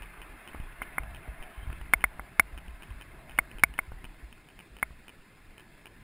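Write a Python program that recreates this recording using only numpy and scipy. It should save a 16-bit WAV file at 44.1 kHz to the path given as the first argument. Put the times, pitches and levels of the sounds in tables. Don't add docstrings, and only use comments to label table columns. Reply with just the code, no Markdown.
import sys
import numpy as np
from scipy import signal
from scipy.fft import rfft, irfft, next_fast_len
from scipy.io import wavfile
from scipy.ndimage import uniform_filter1d

SR = 44100
rng = np.random.default_rng(int(sys.argv[2]) if len(sys.argv) > 2 else 0)


def persist_wave(psi):
    counts = np.round(np.clip(psi, -1, 1) * 32767).astype(np.int16)
    wavfile.write(sys.argv[1], SR, np.atleast_2d(counts).T)


N = 265903

# start_s, peak_db (of the ringing), contact_ms, pitch_factor
KNOCK_EVENTS = [(0.5474, -31, 1.16, 1.06), (0.8179, -19.5, 0.56, 1.001), (0.9817, -13, 0.49, 1.001),
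                (1.0345, -38, 0.89, 0.92), (1.7012, -35.5, 0.66, 1.2), (1.8127, -38.5, 0.74, 0.92),
                (1.9356, -2, 0.1, 1.007), (2.0403, -5.5, 0.21, .99), (2.1947, -24, 0.74, .98),
                (2.396, -0.6, 0.16, 1.015), (3.3875, -5, 0.23, 1.003), (3.6356, -0.1, 0.14, 1.023),
                (3.789, -11, 0.32, 1.003), (3.918, -36.5, 0.95, 0.7), (4.8276, -10.5, 0.35, 0.999),
                (4.907, -45, 0.7, 0.9)]
# pitch_hz (before the pitch factor),
# relative strength (its sign is the way the wall first moves), t60_s (time to fade by 60 dB)
CASE_TONES = [(281, .07, .022), (804, .2, .0195), (1026, .425, .0134), (1361, -1.23, .0061),
              (1441, -.126, .027), (1887, 2.5, .0048), (1985, -1.85, .0078), (2084, 1.47, .0177),
              (2218, -1.36, .019), (2290, 1.13, .004), (2424, -.48, .0145), (655, .026, .07),
              (2170, .03, .045), (2750, .03, .016), (3580, -.1, .013), (4460, -.1, .006),
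              (5150, -.04, .014)]
# start_s, peak_db,
# bounce_ms (time to the first bounce; 0 = it stays down, below 0 = the weaker hits come before the main one)
TICK_EVENTS = [(0.0221, -34, 9.5), (0.2172, -33.5, 8), (0.4759, -34, 9.5), (0.6013, -42, 0),
               (0.8244, -33, 7), (1.034, -41, 1.5), (1.1474, -34.5, 13), (1.4261, -34.5, 8.5),
               (1.7286, -34.5, 0.5), (1.8134, -40, 1), (1.9298, -40, 1.5), (2.0077, -35.5, 10.6),
               (2.5768, -34, 6.9), (2.682, -43, -2.5), (2.823, -35, 9.5), (2.9043, -42.5, 1.5),
               (3.0118, -35.5, 9.5), (3.2954, -36.5, 15), (3.3784, -35, 1), (3.5146, -38, -0.5),
               (3.5848, -34.5, 10.5), (3.739, -38.5, 1), (3.7803, -36, 2), (4.0432, -33.5, 8),
               (4.3268, -38, 0), (4.4875, -42, 14), (4.5909, -35.5, 10.5), (4.7673, -38, 19.5),
               (5.0819, -35.5, 11.5), (5.5803, -37.5, 16.5), (5.8572, -35, 11)]
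# pitch_hz, relative signed strength, t60_s
PART_TONES = [(372, 0.23, 0.011), (960, 0.12, 0.019), (1710, 0.95, 0.0025), (2453, 0.47, 0.015),
              (3006, -0.43, 0.02), (3680, 0.1, .008), (5250, 0.35, 0.0024)]
# start_s, peak_db, length_ms (time scale of the push)
THUD_EVENTS = [(0.546, -34.5, 1.4), (0.6, -30.5, 2.7), (1.035, -39, 3.8), (1.277, -37.5, 0.81),
               (1.631, -38.7, 5), (1.703, -30, 4), (1.716, -35, 8.4), (1.813, -45, 3.5), (2.577, -52, 2.5),
               (2.682, -37, 2.6), (3.919, -34.5, 4.8), (4.042, -38.5, 2.5), (4.906, -39.5, 2.4)]
# start_s, level_db (before fade-in and decay), pitch_hz
JOLT_EVENTS = [(0.006, -38, 40.3), (0.18, -40, 39), (0.294, -39, 36.3), (0.552, -36, 70),
               (0.583, -37, 38.2), (0.618, -29, 30), (0.785, -41, 37.4), (0.999, -29, 50),
               (1.077, -32.5, 50.3), (1.11, -36.5, 71), (1.285, -26, 51.3), (1.576, -31, 50),
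               (1.623, -38.5, 83), (1.672, -21, 53.3), (1.693, -22.5, 78), (1.719, -31, 50),
               (1.81, -27.5, 51.6), (1.89, -37, 43), (1.953, -29.5, 46.5), (2.042, -29, 47.3),
               (2.189, -34, 51), (2.389, -37, 78), (2.429, -38.5, 46.8), (2.527, -32, 47.7),
               (2.562, -34, 51.5), (2.688, -35.5, 57.7), (2.734, -38.5, 36.5), (2.888, -40, 93),
               (2.905, -31.5, 54.3), (2.96, -40, 45.4), (3.348, -40, 47), (3.405, -39, 47.6),
               (3.551, -37, 32), (3.619, -37, 93), (3.641, -36, 56), (3.696, -35.5, 50.3), (3.877, -35, 66),
               (3.94, -40, 37.8), (4.059, -41, 35.5), (4.228, -35, 54.4), (4.715, -44.5, 50.3),
               (4.824, -40.5, 52), (4.911, -43, 55)]
# time_s, level_db
ROAR_LEVEL = [(0, -51.5), (1.5, -51.5), (2.4, -54.5), (3.3, -54.5), (4.4, -58), (6.03, -58.5)]
# time_s, wind_db, hum_lift_db (lift of the hum's band within the roar)
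RIDE_LEVELS = [(0.0, -53.5, 4), (0.6, -55, 4.5), (1.21, -47.5, 12), (1.45, -52.5, 12), (1.81, -48.5, 9),
               (2.15, -51.5, 7), (2.45, -56, 7), (2.59, -50, 9.5), (2.95, -54.5, 4.5), (3.26, -47, 13),
               (3.79, -53, 0.5), (4.2, -53, 7), (4.53, -58, 1.5), (5.34, -58, 2.5), (5.71, -58, 6),
               (6.03, -55.5, 1)]
# pitch_hz, relative_db
ROUGH_COLOUR = [(50, -28), (130, -14.5), (380, -6), (530, -17.5), (800, -3), (1800, -2), (2600, -8),
                (3000, -20.5), (4000, -27), (5300, -35.5), (7000, -59)]
SMOOTH_COLOUR = [(50, -33.5), (130, -2.5), (380, -10.5), (600, -19), (1200, -26.5), (1800, -20.5),
                 (2600, -20.5), (3000, -31), (4000, -24), (5300, -25), (7000, -57)]
# pitch_hz, width_hz, lift_db
CAVITY_BANDS = [(1033, 28, 5.5), (1370, 180, 3), (1700, 72, 3.5), (2115, 58, 5), (2800, 100, 2.5),
                (3170, 110, 6), (3560, 130, 5)]
# pitch_hz, relative_db
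WIND_COLOUR = [(6, -27), (12, -7), (25, 5.5), (50, -6.5), (90, -9.5), (150, -10.5), (300, -26), (600, -53)]
# time_s, pitch_hz, level_db (of its fuzzy noise)
WHISTLE_PATH = [(1.438, 2830, -76), (1.52, 3030, -60), (1.618, 3100, -61.5), (1.75, 3280, -70),
                (1.83, 3250, -68)]
# pitch_hz, relative_db
FLOOR_COLOUR = [(20, 22.5), (60, 1), (300, 11.5), (1000, -23.5), (5000, -2), (15000, -28)]

LOW_HZ, LOW_TONES_DB = 1500, -0.15
FIRST_BOUNCE_DB, SECOND_BOUNCE_DB = -3, -7.5
REBOUND = 0.54
SWINGS, SWINGS_PER_DB, SWINGS_AT_DB = 7.6, 0.62, -27.5
ROUGH_SHARE, ROUGH_AT_DB, SHARE_PER_DB = 0.65, -51.5, 0.05
HUM_HZ, HUM_WIDTH_HZ = 653, 72
HOLD_HZ, EDGE_HZ, FLOOR_DB = 12000, 15800, -77


def gain_of(db):
    return 10 ** (np.asarray(db) / 20)


def evened(x):
    return x / np.sqrt(np.mean(x ** 2) + 1e-20)


def read(points, hz):
    f, value = np.transpose(points)
    return np.interp(np.log(hz + 1), np.log(f + 1), value)


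def curve(rows, column, s):
    columns = np.transpose(rows)
    return np.interp(s, columns[0], columns[column])


def add(mix, s, sound):
    part = mix[round(s * SR):][:len(sound)]
    part += sound[:len(part)]


def ring(tones, contact_ms, pitch):
    t = np.arange(SR // 10) / SR
    push_phase = np.clip(t[:SR // 200] * 1000 / max(contact_ms, .06), 0, 1)
    push = np.sin(np.pi * push_phase) ** 2
    free = np.zeros(len(t))
    for hz, strength, t60 in tones:
        free += strength * gain_of(-60 * t / t60) * np.sin(2 * np.pi * hz * pitch * t)
    sound = np.convolve(free, push)
    return sound / abs(sound).max()


def noise(colour, patchy_db, flicker_db, size):
    hop = size // 4
    frames, hz = N // hop + 5, np.fft.rfftfreq(size, 1 / SR)
    real, imaginary, patches = rng.standard_normal((frames, len(hz), 3)).T
    patches = uniform_filter1d(patches, size=4, axis=0)
    patches = evened(uniform_filter1d(patches, size=8, axis=1))
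    flicker = evened(uniform_filter1d(rng.standard_normal(frames), size=3))
    shape = gain_of(colour(hz[:, None], np.arange(frames) * hop / SR))
    shape = shape / np.sqrt((shape ** 2).sum(0))
    unevenness = gain_of(patchy_db * patches + flicker_db * flicker)
    spectra = (real + 1j * imaginary) * shape * unevenness
    return evened(signal.istft(spectra, nperseg=size, noverlap=size - hop)[1][:N])


def knocks():
    out = np.zeros(N)
    sides = rng.choice([-1., 1.], len(KNOCK_EVENTS))
    t = np.arange(SR // 80) / SR
    buzzes = np.diff(rng.standard_normal((len(KNOCK_EVENTS), len(t) + 2)), 2)
    buzz_start = 1 - np.exp(-t / 0.00087)
    tones = [(hz, strength * gain_of(LOW_TONES_DB * (hz < LOW_HZ)), t60) for hz, strength, t60 in CASE_TONES]
    for (s, db, contact_ms, pitch), side, buzz in zip(KNOCK_EVENTS, sides, buzzes):
        add(out, s, side * gain_of(db) * ring(tones, contact_ms, pitch))
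        add(out, s, gain_of(3.4 * db - 9.0 - 60 * t / 0.013) * buzz * buzz_start)
    return out


def ticks():
    out = np.zeros(N)
    chance = rng.standard_normal((len(TICK_EVENTS), 3, 3))
    for (s, db, bounce_ms), draws in zip(TICK_EVENTS, chance):
        hits = [(0, 0)]
        if bounce_ms:
            hits += [(bounce_ms, FIRST_BOUNCE_DB), (bounce_ms * (1 + REBOUND), SECOND_BOUNCE_DB)]
        for (ms, loss_db), (soft, tune, vary) in zip(hits, draws):
            level = gain_of(db + loss_db + (ms > 0) * 1.2 * vary)
            hit = ring(PART_TONES, contact_ms=0.18 + 0.037 * soft, pitch=1 + 0.023 * tune)
            add(out, s + ms / 1000, -level * hit)
    return out


def thuds():
    out, t = np.zeros(N), np.arange(SR // 20) / SR
    for s, db, length_ms in THUD_EVENTS:
        u = t * 1000 / max(length_ms, .2)
        push = u * (1 - u / 2) * np.exp(-u)
        add(out, s, -gain_of(db) * push / push.max())
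    return out


def jolts():
    out, t = np.zeros(N), np.arange(SR // 3) / SR
    fade_in = 1 - np.exp(-t / 0.0032)
    for s, db, hz in JOLT_EVENTS:
        t60 = max(SWINGS - SWINGS_PER_DB * (db - SWINGS_AT_DB), 2) / hz
        add(out, s, gain_of(db - 60 * t / t60) * np.sin(2 * np.pi * hz * t) * fade_in)
    return out


def roar():
    def colour(hz, s):
        rough = ROUGH_SHARE + SHARE_PER_DB * (curve(ROAR_LEVEL, column=1, s=s) - ROUGH_AT_DB)
        rough = np.clip(rough, 0, 1)
        lift = sum(db / (1 + ((hz - f) / width) ** 2) for f, width, db in CAVITY_BANDS)
        hum = curve(RIDE_LEVELS, column=2, s=s) / (1 + ((hz - HUM_HZ) / HUM_WIDTH_HZ) ** 2)
        return rough * read(ROUGH_COLOUR, hz) + (1 - rough) * read(SMOOTH_COLOUR, hz) + lift + hum

    tap_levels = gain_of(4.3 * np.minimum(rng.exponential(1, N), 2.5))
    tap_times = rng.random(N) < 50 / SR
    taps = tap_levels * tap_times * rng.choice([-1., 1.], N)
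    grit = signal.oaconvolve(taps, ring(CASE_TONES, contact_ms=0.19, pitch=1.2))[:N]
    level = gain_of(curve(ROAR_LEVEL, column=1, s=np.arange(N) / SR))
    road = noise(colour, patchy_db=2.2, flicker_db=0.6, size=1024)
    return level * (road + gain_of(-16.5) * evened(grit))


def wind():
    gusts = noise(lambda hz, s: read(WIND_COLOUR, hz) + 0 * s, patchy_db=2.5, flicker_db=2.5, size=2048)
    return gain_of(curve(RIDE_LEVELS, column=1, s=np.arange(N) / SR)) * gusts


def whistle():
    s, hz, db = np.transpose(WHISTLE_PATH)
    t = np.arange(s[0], s[-1], 1 / SR)
    slowness = np.exp(-np.pi * 70 / SR)
    fuzz = evened(signal.lfilter([1], [1, -slowness], rng.standard_normal(len(t))))
    tone = np.sin(2 * np.pi * np.cumsum(np.interp(t, s, hz)) / SR)
    out = np.zeros(N)
    add(out, s[0], gain_of(np.interp(t, s, db)) * fuzz * tone)
    return out


def scene():
    mono = knocks() + ticks() + thuds() + jolts() + roar() + wind() + whistle()
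    return np.tile(mono, (2, 1))


def record(dry):
    x = signal.oaconvolve(dry, signal.firwin(121, 5800, fs=SR)[None], "same")
    x = np.clip(x, -.76, .76)
    x = x * (1 + 2 * gain_of(0.5) * np.cos(2 * np.pi * HOLD_HZ * np.arange(N) / SR))
    size = next_fast_len(N)
    held = np.sinc(np.fft.rfftfreq(size, 1 / SR) / HOLD_HZ)
    x = irfft(rfft(x, size) * held, size)[:, :N]
    floor = [noise(lambda hz, s: read(FLOOR_COLOUR, hz) + 0 * s, patchy_db=0, flicker_db=0, size=1024) for _ in x]
    x = x + gain_of(FLOOR_DB) * np.array(floor)
    band_limit = signal.firwin(301, EDGE_HZ, window=("kaiser", 8), fs=SR)
    return signal.oaconvolve(x, band_limit[None], "same")


dry = scene()
out = record(dry)
persist_wave(out)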